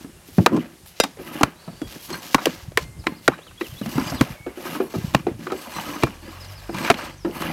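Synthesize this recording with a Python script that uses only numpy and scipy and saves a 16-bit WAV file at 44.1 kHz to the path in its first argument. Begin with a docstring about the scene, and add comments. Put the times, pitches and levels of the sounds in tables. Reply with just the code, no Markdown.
"""Ramming earth in plank formwork

Loose earth is shovelled, trodden and rammed close by on an outdoor site. Blows thump the soil, knock
the planks and ring a tie rod; earth pours and scrapes over a steel blade; a loose plank judders under
a boot. Behind it small birds whistle, a far engine revs and light wind buffets the microphone.
The loudest blows duck the gain and clip."""
import sys
import numpy as np
from scipy import signal
from scipy.fft import rfft, irfft
from scipy.io import wavfile
from scipy.ndimage import uniform_filter1d

SR = 44100
rng = np.random.default_rng(int(sys.argv[2]) if len(sys.argv) > 2 else 0)


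def persist_wave(psi):
    """Save psi, clipped to +-1, as 16-bit WAV."""
    counts = np.round(np.clip(psi, -1, 1) * 32767).astype(np.int16)
    wavfile.write(sys.argv[1], SR, np.atleast_2d(counts).T)


N = 331632
T = np.arange(N) / SR
HOP = 32  # samples per step of a coarse gain curve


def undb(db):
    """Decibels to linear gain."""
    return 10 ** (np.asarray(db) / 20)


def unit(x):
    """Scale to rms 1."""
    return x / np.sqrt(np.mean(x ** 2))


def unit_onset(x):
    """Scale to rms 1 over the first 20 ms."""
    return x / np.sqrt(np.mean(x[:SR // 50] ** 2))


def band(x, lo_hz, hi_hz, order=2):
    """Butterworth band-pass."""
    return signal.sosfilt(signal.butter(order, [lo_hz, hi_hz], "band", fs=SR, output="sos"), x)


def ring(x, modes, damping=1):
    """Resonators (f/Hz, level/dB, t60/s) driven by x; damping divides their ring time."""
    out = 0
    for hz, db, t60 in modes:
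        r = np.exp(-np.log(1000) * damping / (t60 * SR))
        w = 2 * np.pi * hz / SR
        out = out + undb(db) * signal.lfilter([np.sin(w)], [1, -2 * r * np.cos(w), r * r], x)
    return out


def add(out, s, x):
    """Mix x into out at s seconds."""
    i = int(s * SR)
    out[i:i + len(x)] += x[:N - i]


def smooth(gain):
    """Join a coarse curve up to one value a sample."""
    return np.interp(T, T[::HOP], gain)


def walk(rate):
    """Random modulation: levels held 1 / rate s and slewed twice; spread near 1."""
    hold, count = int(SR / HOP / rate) + 1, len(T[::HOP])
    steps = np.repeat(rng.standard_normal(count // hold + 1), hold)
    return 1.3 * smooth(uniform_filter1d(uniform_filter1d(steps, hold), hold)[:count])


def envelope(s, swell_s, hold_s):
    """Coarse gain that swells to 1, holds and dies away."""
    swell_db, fall_db_per_s = 18, 181
    t = T[::HOP] - s
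    db = np.minimum(swell_db * (t / max(swell_s, .002) - 1), fall_db_per_s * (swell_s + hold_s - t))
    return (t >= 0) * undb(np.minimum(db, 0))


def grains(rate, spread_db):
    """Random tiny impacts, many small and few large."""
    out, count = np.zeros(N), int(rate * N / SR)
    sizes = rng.standard_normal(count) * undb(spread_db * np.minimum(rng.exponential(size=count), 5))
    out[rng.integers(0, N, count)] = sizes
    return out


def site():
    """Open-air hush: octave bands that swell together and flicker alone."""
    # tone of the air bed: f/Hz, relative level/dB
    spectrum = [(15, -48), (25, -25), (76, 7.5), (123, -11), (166, 5), (293, -19), (354, 0), (416, -7.5),
                (2990, -14), (7110, -17), (11600, -16.5), (14800, -26), (16000, -27)]
    hz, db = np.transpose(spectrum)
    f = np.fft.rfftfreq(N, 1 / SR) + 1
    hush = rfft(rng.standard_normal(N)) * undb(np.interp(np.log(f), np.log(hz), db))
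    out, swell = 0, walk(2.5)
    for centre in 2. ** np.arange(4, 15):
        share = np.clip(1 - abs(np.log2(f / centre)), 0, 1)
        out = out + irfft(hush * share, N) * undb(.8 * swell + 1.5 * walk(10))
    return unit(out) * undb(-50.5)


def wind():
    """Light wind buffets the microphone: a lumpy rumble in gusts and single soft pops."""
    # gusts: t/s, swell/s, hold/s, level/dB
    gusts = [(0.174, 0.06, 0.2, -65), (1.473, 0.36, .1, -66), (2.29, 0.52, .2, -43), (3.307, 0.85, .1, -49),
             (3.8, 0.17, 0.32, -45), (4.389, 0.093, 0.11, -55), (4.878, 0.12, 0.16, -44),
             (5.21, 0.057, 0.063, -35)]
    # wind pops: t/s, level/dB, f/Hz
    pops = [(2.62, -31, 77.4), (2.649, -50, 113), (2.678, -22.5, 122), (2.752, -29, 95), (2.8, -47.5, 71.4),
            (2.884, -32, 94.4), (3.68, -33, 80.7), (3.72, -27.5, 117), (3.889, -21, 222), (4.019, -17, 220),
            (4.061, -21, 139), (4.3, -23, 161), (4.398, -31, 114.5), (4.961, -16.5, 149), (4.98, -15, 156),
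            (5.01, -29, 99.6), (5.041, -12.5, 161), (5.072, -21, 107), (5.127, -38, 194), (5.201, -24, 181),
            (5.311, -26, 177), (5.372, -39, 94.2), (6.56, -34, 52), (7.035, -37, 61.9), (7.439, -30, 105)]
    breeze_db = -56.5
    gain = undb(breeze_db) + smooth(sum(undb(db) * envelope(*times) for *times, db in gusts))
    out = gain * undb(4.8 * walk(27)) * unit(band(rng.standard_normal(N), 30, 145))
    for s, db, hz in pops:
        turns = np.arange(0, 2.2, hz / SR)
        add(out, s, undb(db) * np.hanning(len(turns)) * np.sin(2 * np.pi * turns))
    return out


def engine():
    """A far exhaust revs: wavering harmonics of the firing rate fade in and out."""
    # rev curve: t/s, firing rate/Hz, level/dB
    revs = [(5.7, 32.3, -65), (5.92, 35.4, -47), (6.042, 36.4, -51), (6.134, 38, -39.5), (6.544, 48.5, -41),
            (6.736, 50.5, -40), (6.878, 50.5, -46), (7.2, 47.5, -41), (7.6, 44, -42)]
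    # firing rate and its multiples: level/dB
    orders_db = [-4.5, -4, -9]
    s, hz, db = np.transpose(revs)
    phase = 2 * np.pi * np.cumsum(np.interp(T, s, hz) * (1 + 0.02 * walk(86))) / SR
    fade = np.clip(np.minimum(T - s[0], s[-1] - T) / 0.089, 0, 1)
    drone = sum(undb(level + 2.9 * walk(15)) * np.sin(k * phase) for k, level in enumerate(orders_db, 1))
    return fade * undb(np.interp(T, s, db)) * drone


def birds():
    """Gliding near-sine whistles, smeared by echoes off nearby trees."""
    # clear notes: t/s, length/s, turn/share of length, first f/Hz, turn f/Hz, last f/Hz, level/dB
    clear = [(.11, 0.19, 0.4, 2840, 2770, 2780, -61), (0.872, .1, .5, 2950, 2950, 2950, -61),
             (1.808, 0.063, 0.2, 3340, 3340, 3280, -47), (1.989, 0.087, 0.7, 3220, 3250, 3240, -50),
             (2.947, 0.0035, 0.6, 4700, 4234, 3780, -108), (2.987, 0.04, 0.25, 3950, 5350, 3700, -47),
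             (3.147, 0.045, 0.54, 3960, 5230, 3780, -48), (3.335, .014, .5, 4300, 3950, 3700, -59),
             (3.416, .038, 0.2, 3290, 3330, 4650, -46.5), (3.465, 0.036, 0.3, 4250, 3230, 2510, -43),
             (3.574, 0.037, 0.5, 3230, 3450, 4140, -45), (3.632, 0.043, 0.27, 4360, 3210, 2570, -41),
             (3.695, 0.034, 0.25, 3100, 3170, 3100, -44), (3.763, 0.041, 0.44, 3300, 3450, 4460, -42),
             (3.826, 0.023, 0.6, 2990, 2880, 2600, -38), (4.16, 0.054, 0.43, 4440, 3780, 2800, -37),
             (4.341, 0.18, 0.8, 2240, 2210, 2180, -50), (6.3, 0.018, 0.48, 4700, 4270, 3800, -47),
             (6.402, .05, 0.43, 5150, 5040, 3840, -43), (6.477, .055, 0.5, 6200, 5060, 4900, -48),
             (6.548, 0.06, 0.4, 5120, 5100, 3700, -45), (6.616, 0.083, .5, 5300, 5100, 5100, -56),
             (6.709, 0.03, .5, 5180, 4950, 4740, -44)]
    # hoarse notes of a farther bird: same columns
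    hoarse = [(4.341, 0.16, 0.53, 2220, 2180, 2150, -61), (1.551, .12, .5, 3850, 4070, 4150, -56),
              (1.58, .1, .5, 4330, 4550, 4600, -53), (1.68, 0.26, .5, 4550, 4600, 4700, -55),
              (6.2, .13, 0.72, 4250, 4940, 5170, -54), (7.172, 0.093, 0.41, 6600, 5340, 4730, -50)]
    clear_depth, hoarse_depth = .007, .018  # warble as a share of the pitch
    notes = [(*note, clear_depth) for note in clear] + [(*note, hoarse_depth) for note in hoarse]
    song, warble = np.zeros(N), walk(300)
    for s, length, turn, *hz, db, depth in notes:
        u = np.arange(0, 1, 1 / (length * SR))
        glide = np.interp(u, [0, np.clip(turn, .1, .9), 1], hz)
        pitch = glide * (1 + depth * warble[int(s * SR):][:len(u)])
        whistle = np.sin(2 * np.pi * np.cumsum(pitch) / SR)
        add(song, s, undb(db) * signal.windows.tukey(len(u), .25) * whistle)
    t = T[:SR // 5]
    echoes = .013 * rng.standard_normal(len(t)) * np.exp(-t / .055)
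    direct = 0.75 * song * undb(2.5 * walk(220))
    return direct + signal.fftconvolve(song, echoes)[:N]


def judder():
    """A loose plank sticks and slips under a boot: uneven knocks, with lumps shaken along."""
    start_s, swell_s, hold_s, slips_per_s = 0.495, 0.033, 0.0573, 95
    turns = np.cumsum(slips_per_s * (1 + 0.18 * walk(90))) / SR
    slips = np.diff(np.floor(turns), prepend=0) * undb(1.2 * rng.standard_normal(N))
    knocks = slips + 0.38 * grains(470, 1.5)
    plank = ring(knocks, [(200, -5, 0.028), (302, 8.5, 0.03), (464, -1.5, 0.0079), (1010, -8, 0.027)])
    body, clicks = unit(band(plank, 137, 1350)), unit(band(knocks, 1500, 7900))
    stop = np.exp(-np.maximum(T - start_s - swell_s - hold_s, 0) / 0.0037)
    return undb(-14.5) * smooth(envelope(start_s, swell_s, hold_s)) * stop * (body + 0.016 * clicks)


def flow():
    """Moving earth rides five faders: lumps, crumbs, sand, dust and blade scrape."""
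    # slides, pours and scrapes: t/s, swell/s, hold/s, lumps/dB, crumbs/dB, sand/dB, dust/dB, blade/dB
    moves = [(0.0, 0.0028, 0.034, -46.5, -54, -56, -62, -80), (0.25, 0.028, 0.11, -65, -67, -52, -52, -90),
             (0.376, .04, 0.055, -27, -50, -50, -54, -85), (0.51, 0.024, 0.039, -20.5, -43, -53, -58, -80),
             (0.59, 0.017, 0.036, -58, -43, -56, -58, -80), (0.856, .004, 0.0055, -68, -74, -49, -47, -77),
             (0.946, 0.022, 0.049, -62, -67, -50.5, -61, -90),
             (1.04, .01, 0.037, -58, -55, -51.5, -63, -65), (1.176, 0.21, 0.02, -50, -37, -58, -58, -92),
             (1.18, 0.05, 0.18, -43.5, -56.5, -54, -51.5, -90),
             (1.428, 0.0079, 0.023, -44, -50, -75, -77, -71),
             (1.547, 0.055, 0.28, -76, -58, -59.5, -80, -83),
             (1.863, 0.011, 0.017, -49, -55, -48, -52.5, -63),
             (1.893, 0.033, 0.0037, -44, -45, -44, -46.5, -58),
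             (1.998, .03, 0.045, -70, -61, -48.5, -47, -70), (2.075, 0.026, 0.014, -33, -42, -57, -53, -44),
             (2.122, 0.011, 0.0091, -45, -43.5, -55, -45, -37),
             (2.198, 0.023, 0.13, -49, -47, -42, -47, -66),
             (2.365, 0.053, 0.055, -38, -39, -41.5, -48, -57),
             (2.493, 0.035, 0.1, -64, -52, -50.5, -56, -66),
             (2.76, 0.025, 0.028, -66, -44, -44.5, -52, -80),
             (3.06, 0.0068, 0.026, -32.5, -42, -57, -56, -78),
             (3.22, 0.027, 0.0092, -82, -59, -48, -51, -88),
             (3.284, 0.013, 0.099, -46.5, -47.5, -75, -77, -78),
             (3.586, 0.016, 0.2, -58, -52.5, -50.5, -51, -69),
             (3.822, 0.17, 0.16, -38.5, -35, -44, -44.5, -36.5),
             (3.888, 0.0025, .003, -49, -71, -52, -51, -61), (3.92, .003, .003, -60, -70, -59, -64, -61),
             (4.196, 0.012, 0.11, -47, -40.5, -48, -49.5, -62),
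             (4.46, 0.011, 0.06, -58, -50, -69, -60, -74), (4.557, 0.096, 0.1, -38.5, -36, -42.5, -43, -69),
             (4.82, 0.0091, 0.033, -50, -68, -73, -55, -54),
             (4.894, 0.013, 0.25, -40.5, -46.5, -46, -49.5, -48.5),
             (5.136, 0.0097, 0.039, -39, -46, -88, -83, -72),
             (5.27, 0.0082, 0.031, -49, -48.5, -69, -71, -80),
             (5.378, 0.023, 0.13, -38, -48, -51.5, -57, -68),
             (5.523, 0.044, 0.17, -50.5, -44.5, -49.5, -48.5, -40.5),
             (5.724, 0.031, 0.26, -42.5, -39, -44.5, -47, -43),
             (6.055, 0.012, 0.079, -50, -47.5, -57, -62, -55),
             (6.19, 0.13, 0.44, -58.5, -48.5, -54, -57, -55),
             (6.22, 0.0089, 0.058, -47.5, -55, -75, -76, -83),
             (6.723, 0.091, 0.09, -34.5, -33.5, -41.5, -44, -39),
             (6.936, 0.053, 0.061, -36.5, -33, -41.5, -47.5, -36.5),
             (7.257, 0.12, 0.039, -35.5, -36.5, -49, -44, -37),
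             (7.402, 0.063, .08, -29.5, -31.5, -59, -48, -46)]
    gains = sum(np.outer(undb(db), envelope(s, swell_s, hold_s)) for s, swell_s, hold_s, *db in moves)
    return map(smooth, gains)


def patter(lo_hz, hi_hz, rate, cycles, count):
    """Grains of many sizes, each size ringing at its own pitch for some cycles."""
    out = 0
    for hz in np.geomspace(lo_hz, hi_hz, count) * (1 + 0.048 * rng.standard_normal(count)):
        ticks = ring(grains(rate, 2.2), [(hz, 0, cycles / hz)])
        out = out + unit(ticks) * undb(1.8 * walk(25))
    return unit(out)


def earth(lumps_gain, crumbs_gain, sand_gain, dust_gain):
    """Lumps drum on the planks, crumbs patter, sand and dust hiss; the flow comes in spurts."""
    spurt = walk(45)
    drumming = ring(grains(350, 2.65), [(167, 5.7, 0.31), (242, 17.6, 0.037), (321, 19.5, 0.047)])
    lumps = unit(band(drumming, 160, 356))
    crumbs = patter(500, 3000, rate=240, cycles=44, count=14)
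    crumbs += .65 * unit(band(grains(3000, 2.2), 500, 2600))
    fine = grains(7000, 1.9)
    sand, dust = unit(band(fine, 2280, 6500)), unit(band(fine, 9600, 13900))
    return (lumps * lumps_gain * undb(3.3 * spurt)
            + crumbs * crumbs_gain * undb(1.2 * spurt)
            + (sand * sand_gain + dust * dust_gain) * undb(1.6 * spurt + 1.6 * walk(70)))


def steel(scrape_gain):
    """Struck rod and blade ring and buzz; sliding grit makes the blade sing in shifting modes."""
    # hits on the tie rod: t/s, level/dB, free ring/s
    rod_hits = [(1.0003, -16, .036), (1.034, -32.5, .12)]
    # tie rod modes: f/Hz, level/dB, t60/s
    rod_modes = [(1590, -5, 0.063), (2060, -7, 0.13), (2700, 1, 0.049), (2850, -4, 0.034),
                 (3220, -11, 0.047), (3870, -16, 0.26), (3740, 5.5, 0.099), (4430, -14, 0.039),
                 (4800, -8, .07), (4960, -6, 0.094), (5670, -11, 0.093), (5830, -6.5, 0.054),
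                 (7200, -19, 0.11), (7150, -20, 0.05), (7570, -13, 0.065), (8300, -9, 0.045),
                 (8900, -19, .03), (10480, -13, 0.065), (10980, -21, .05)]
    # hits on the shovel blade: t/s, level/dB
    blade_hits = [(2.773, -32), (3.069, -35), (4.212, -38)]
    # modes of the free blade: f/Hz, level/dB, t60/s
    blade_modes = [(1034, 6.5, 0.1), (2100, -18, 0.87), (2090, -29, .6), (2350, -24, 0.2),
                   (2640, -23, 0.34), (2860, -25, 0.25), (3000, -17, 0.12), (3380, -14, 0.2),
                   (4270, -6.5, 0.36), (4810, -3, 0.15), (5530, -1.5, 0.18), (6250, 4, 0.097),
                   (7730, 6, 0.086), (8300, 6, 0.1), (10000, -12, .06)]
    choked_t60_s, buzz_db = .1, 2.5  # a rod that touches earth again stops fast; loose steel buzzes
    struck, tap, t = np.zeros(N), signal.unit_impulse(SR), T[:SR]
    for s, db, free_s in rod_hits:
        chatter = tap + .04 * rng.standard_normal(SR) * np.exp(-t / .006)
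        choke_db = 60 * np.maximum(t - free_s, 0) / choked_t60_s
        add(struck, s, undb(db - choke_db) * ring(chatter, rod_modes))
    thud = np.convolve(tap, np.hanning(16) / 4)  # a clod pushes longer than steel, favouring low modes
    for s, db in blade_hits:
        add(struck, s, undb(db) * ring(thud, blade_modes))
    scratch = grains(1800, 2.5) * undb(3 * walk(60))
    singing = 0
    for hz, db, t60 in blade_modes:
        rolloff_db = 14 * max(np.log2(hz / 4600), 0)
        tone = ring(scratch, [(hz, db - rolloff_db, t60)], damping=6)
        bent = np.interp(T + .0011 * walk(12), T, tone)  # the load bends each pitch its own way
        singing = singing + bent * undb(4.5 * walk(30))
    return struck * undb(buzz_db * walk(150)) + scrape_gain * unit(singing)


def blows():
    """Rammer, boots and clods land: the soil thumps, planks knock, grit cracks and trickles."""
    # blows: t/s, level/dB, thump f/Hz, thump/dB, knock f/Hz, knock/dB, crack/dB, ring length/ratio
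    hits = [(0.045, -29, 276, -6, 646, -21, -37, 1), (0.285, -39, 268, -5, 494, -22, -26, 1),
            (0.382, -2, 181.6, -3, 597, -26.5, -48, 1), (0.461, 5, 470, -19.5, 1240, -7, -24, 0.73),
            (0.564, -22.5, 300, -7, 895, -11, -13.5, 2.5), (0.858, -39, 109.7, -27, 850, -19, -13, 23),
            (1, -3, 460, -48, 617, -6.5, -13.5, 0.9), (1.036, -8, 277, -22, 830, -14.5, -15.5, 2),
            (1.169, -35.5, 445, -9, 620, -20, -17, 6), (1.186, -31.5, 366, -4, 565, -13, -30, 3),
            (1.409, -9.5, 296, -9, 796, -12.5, -26, 2.1), (1.432, -1.5, 278, -15, 1200, -3.5, -17.5, 0.56),
            (1.676, -31.5, 174, 0.5, 676, -6, -29, 9), (1.816, -18.5, 304, -6, 560, -28.5, -24, 1.14),
            (1.957, -31.5, 259, -4.5, 482, -27, -18, 0.5), (2.102, -24.5, 357, -6.5, 465, -27, -15, 2.5),
            (2.137, -28, 180, -10, 1580, -5.5, -29, 5), (2.345, 2.5, 287, -20, 1110, -3.5, -21, 0.6),
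            (2.38, -20.5, 182, -23, 1020, -5.5, -38, 3.5), (2.456, -17.5, 396, -35, 680, -3, -1, 0.74),
            (2.468, -10.5, 260, -11.5, 530, -5, -29, 1.4), (2.718, -30.5, 320, -42, 607, -13, -25, 1),
            (2.773, -2, 501, -20.5, 1730, -15, -15, 0.82), (3.038, -33, 280, -51.5, 890, -13, -18, 5),
            (3.068, -10, 317, -11.5, 2020, -9.5, -36, 0.7), (3.121, -25, 245, -7, 503, -29, -33, 0),
            (3.278, -4.5, 419, -4.5, 1460, -0.5, -33, 0.5), (3.318, -22, 188, -18, 1130, -11.5, -41, 2.5),
            (3.333, -26.5, 200, -32, 1520, -11, -42, 4), (3.387, -38.5, 454, -15, 476, -3, -36, 1),
            (3.466, -38, 490, -14.5, 1300, -11.5, -35, 1.5), (3.509, -39.5, 500, -30, 1500, -10, -40, 2),
            (3.609, -13.5, 341, -10, 1940, -15.5, -45, 1.5), (3.813, -15.5, 203, -9, 590, -19, -28.5, 1.3),
            (3.859, -15, 212, -11, 740, -21.5, -24.5, 2.1), (3.955, -16, 139, -5, 1080, -36, -30, 1),
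            (3.979, -14.5, 262, -1.5, 860, -13, -36, 1.5), (4.013, -26.5, 245, -16, 1490, -7.5, -30, 1),
            (4.119, -20.5, 262, -9.5, 660, -10, -44, 3), (4.21, 4.5, 244, -18, 437, -16, -26.5, 1.02),
            (4.463, -20.5, 356, -5, 606, -14.5, -67, 1.6), (4.571, -28, 362, -4.5, 545, -16, -22, 2.5),
            (4.652, -22.5, 355, -9, 1050, -15, -29, 3.7), (4.749, -21, 307, -7, 1080, -10, -34, 4.2),
            (4.801, -11, 379, -6, 695, -19, -38, 2), (4.938, -20, 379, -8, 674, -10, -33, 3.5),
            (5.137, -30, 293, -19, 1200, -18, -10, 3), (5.147, -3, 275, -11, 880, -4.5, -21.5, 0.48),
            (5.267, -12, 348.3, -4.5, 686, -13.5, -37, 1.5), (5.468, -16, 352, -12, 1360, -14, -37, 1.5),
            (5.5, -26.5, 342, -27, 1260, -6, -40, 3), (5.518, -12, 375, -11, 760, -17.5, -25.5, 2.5),
            (5.669, -26.5, 242, -15, 660, -12.5, -22, 2), (5.717, -40, 333, -24, 670, -21, -3, 5),
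            (5.763, -25, 188, -20, 1025, -7, -28, 2), (5.782, -15.5, 200, -20, 900, -14, -39, 3.5),
            (5.96, -27.5, 297, -4, 1230, -7.5, -32, 2.5), (5.885, -23, 294, -7.5, 1240, -14.5, -22, 3),
            (6.023, -21, 304, -6, 2400, -8, -24, 5), (6.034, -10, 330, -9, 626, -4.5, -16, 0.8),
            (6.068, -24, 181, -11.5, 1150, -8.5, -39, 2.2), (6.444, -43.5, 300, -30, 5030, -6, -6, 2.5),
            (6.691, -20, 333, -7, 690, -13.5, -41, 2), (6.743, -15.5, 191, -15, 1050, -17, -25, 3),
            (6.783, -17, 303, -25, 1590, -18.5, -19.5, 2), (6.847, -12.5, 321, -26, 1310, -14, -28, 1),
            (6.859, -20, 294.5, -26, 2280, -9, -33, 2.5), (6.875, -13, 305, -26, 1550, -11.5, -38, 4),
            (6.9, 2, 410, -30, 703, -5, -28, 1.04), (6.913, -16, 280, -4.5, 766, -4.5, -23, 0.4),
            (6.941, -17, 256, -12.5, 2540, -12.5, -38, 1), (6.99, -27, 300, -23, 1200, -4.5, -28, 6),
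            (7.247, -14, 339, -5, 976, -19.5, -36, 2.2), (7.418, -29.5, 336, -2.5, 1050, -2.5, -4, 5)]
    # plank modes: f/Hz, level/dB, t60/s before each blow's damping
    planks = [(720, -37, 0.0094), (1235, 12, 0.0057), (1690, -15, 0.017), (2190, -14, 0.049),
              (2360, -2, 0.019), (2734, -26.5, 0.091), (3155, -29.5, 0.038), (3840, -2, 0.019),
              (4600, -34, 0.019), (4536, -58, 0.021)]
    scatter_db = 2.5  # plank modes differ from blow to blow
    out, t = np.zeros(N), T[:SR // 6]
    for s, db, thump_hz, thump_db, knock_hz, knock_db, crack_db, length in hits:
        crush, grit, chance = rng.standard_normal((3, len(t)))
        damping = 1 / np.clip(length, .2, 3)
        age = t * damping
        # yielding earth takes a moment to stop the blow
        rise = 1 - np.exp(-(t / (0.00085 + .0003 / damping)) ** 2)
        # the soil rings low and short, roughened by settling lumps
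        settling = 0.46 * unit(band(crush, .5 * thump_hz, 1.275 * thump_hz)) * np.exp(-age / 0.015)
        thump = rise * (np.sin(2 * np.pi * thump_hz * t) * np.exp(-age / 0.0087) + settling)
        # the spot that is hit favours plank modes near its own pitch
        modes = [(hz, level + scatter_db * luck - 5 * abs(np.log2(hz / knock_hz)), t60)
                 for (hz, level, t60), luck in zip(planks, chance)]
        wood = ring(crush * rise * np.exp(-age / 0.0042), modes + [(knock_hz, 6, .019)], 1.5 * damping)
        crunch = unit(band(grit, knock_hz / 1.67, knock_hz * 1.384))
        crunch *= 0.5 * np.exp(-age / 0.0032) + 0.012 * np.exp(-age / 0.046)
        knock = wood / np.abs(wood).max() + rise * crunch
        crack = unit(band(grit, 810, 2700, order=1))
        crack *= rise * (np.exp(-age / 0.002) + 0.041 * np.exp(-age / 0.018))
        blow = (undb(thump_db) * unit_onset(thump) + undb(knock_db) * unit_onset(knock)
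                + undb(crack_db) * unit_onset(crack))
        add(out, s, undb(db) * band(blow, .62 * thump_hz, 19000, order=3))
    return out


def form_booms():
    """The heaviest blows shake the whole packed form."""
    # booms: t/s, level/dB
    booms = [(1.431, -24), (2.347, -29), (3.28, -24.5), (4.208, -14), (5.146, -18.5), (6.035, -18),
             (6.901, -25.5)]
    # modes of the packed form: f/Hz, level/dB, t60/s
    form_modes = [(133, -5, 0.072), (68, -12.5, .06)]
    push = np.append(np.diff(np.hanning(SR // 150)), np.zeros(SR // 6))
    out, boom = np.zeros(N), unit_onset(ring(push, form_modes))
    for s, db in booms:
        add(out, s, undb(db) * boom)
    return out


def scene():
    """Mono mix of the close work over the outdoor background."""
    *soil_gains, scrape_gain = flow()
    work = blows() + form_booms() + steel(scrape_gain) + earth(*soil_gains) + judder()
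    return (work + birds() + engine() + wind() + site())[None]


def record(dry):
    """Microphone bass cut, gain control that ducks after loud blows, hard clip, rumble and top cut."""
    bass_hz, rumble_hz, top_hz = 42.3, 10, 15900
    duck_from_db, duck_power, duck_lags_s, ceiling = -31, 0.29, (0.046, 0.12), .59
    heard = signal.sosfilt(signal.butter(2, bass_hz, "high", fs=SR, output="sos"), dry)
    loudness = np.minimum(abs(heard), 1)
    for lag_s in duck_lags_s:
        step = 1 / (lag_s * SR)
        loudness = signal.lfilter([step], [1, step - 1], loudness)
    ducked = heard * (1 + (loudness / undb(duck_from_db)) ** 2) ** (-duck_power / 2)
    clipped = np.clip(ducked, -ceiling, ceiling)
    coupled = signal.sosfilt(signal.butter(1, rumble_hz, "high", fs=SR, output="sos"), clipped)
    return signal.sosfilt(signal.ellip(10, .2, 70, top_hz, fs=SR, output="sos"), coupled)


dry = scene()
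out = record(dry)
persist_wave(out)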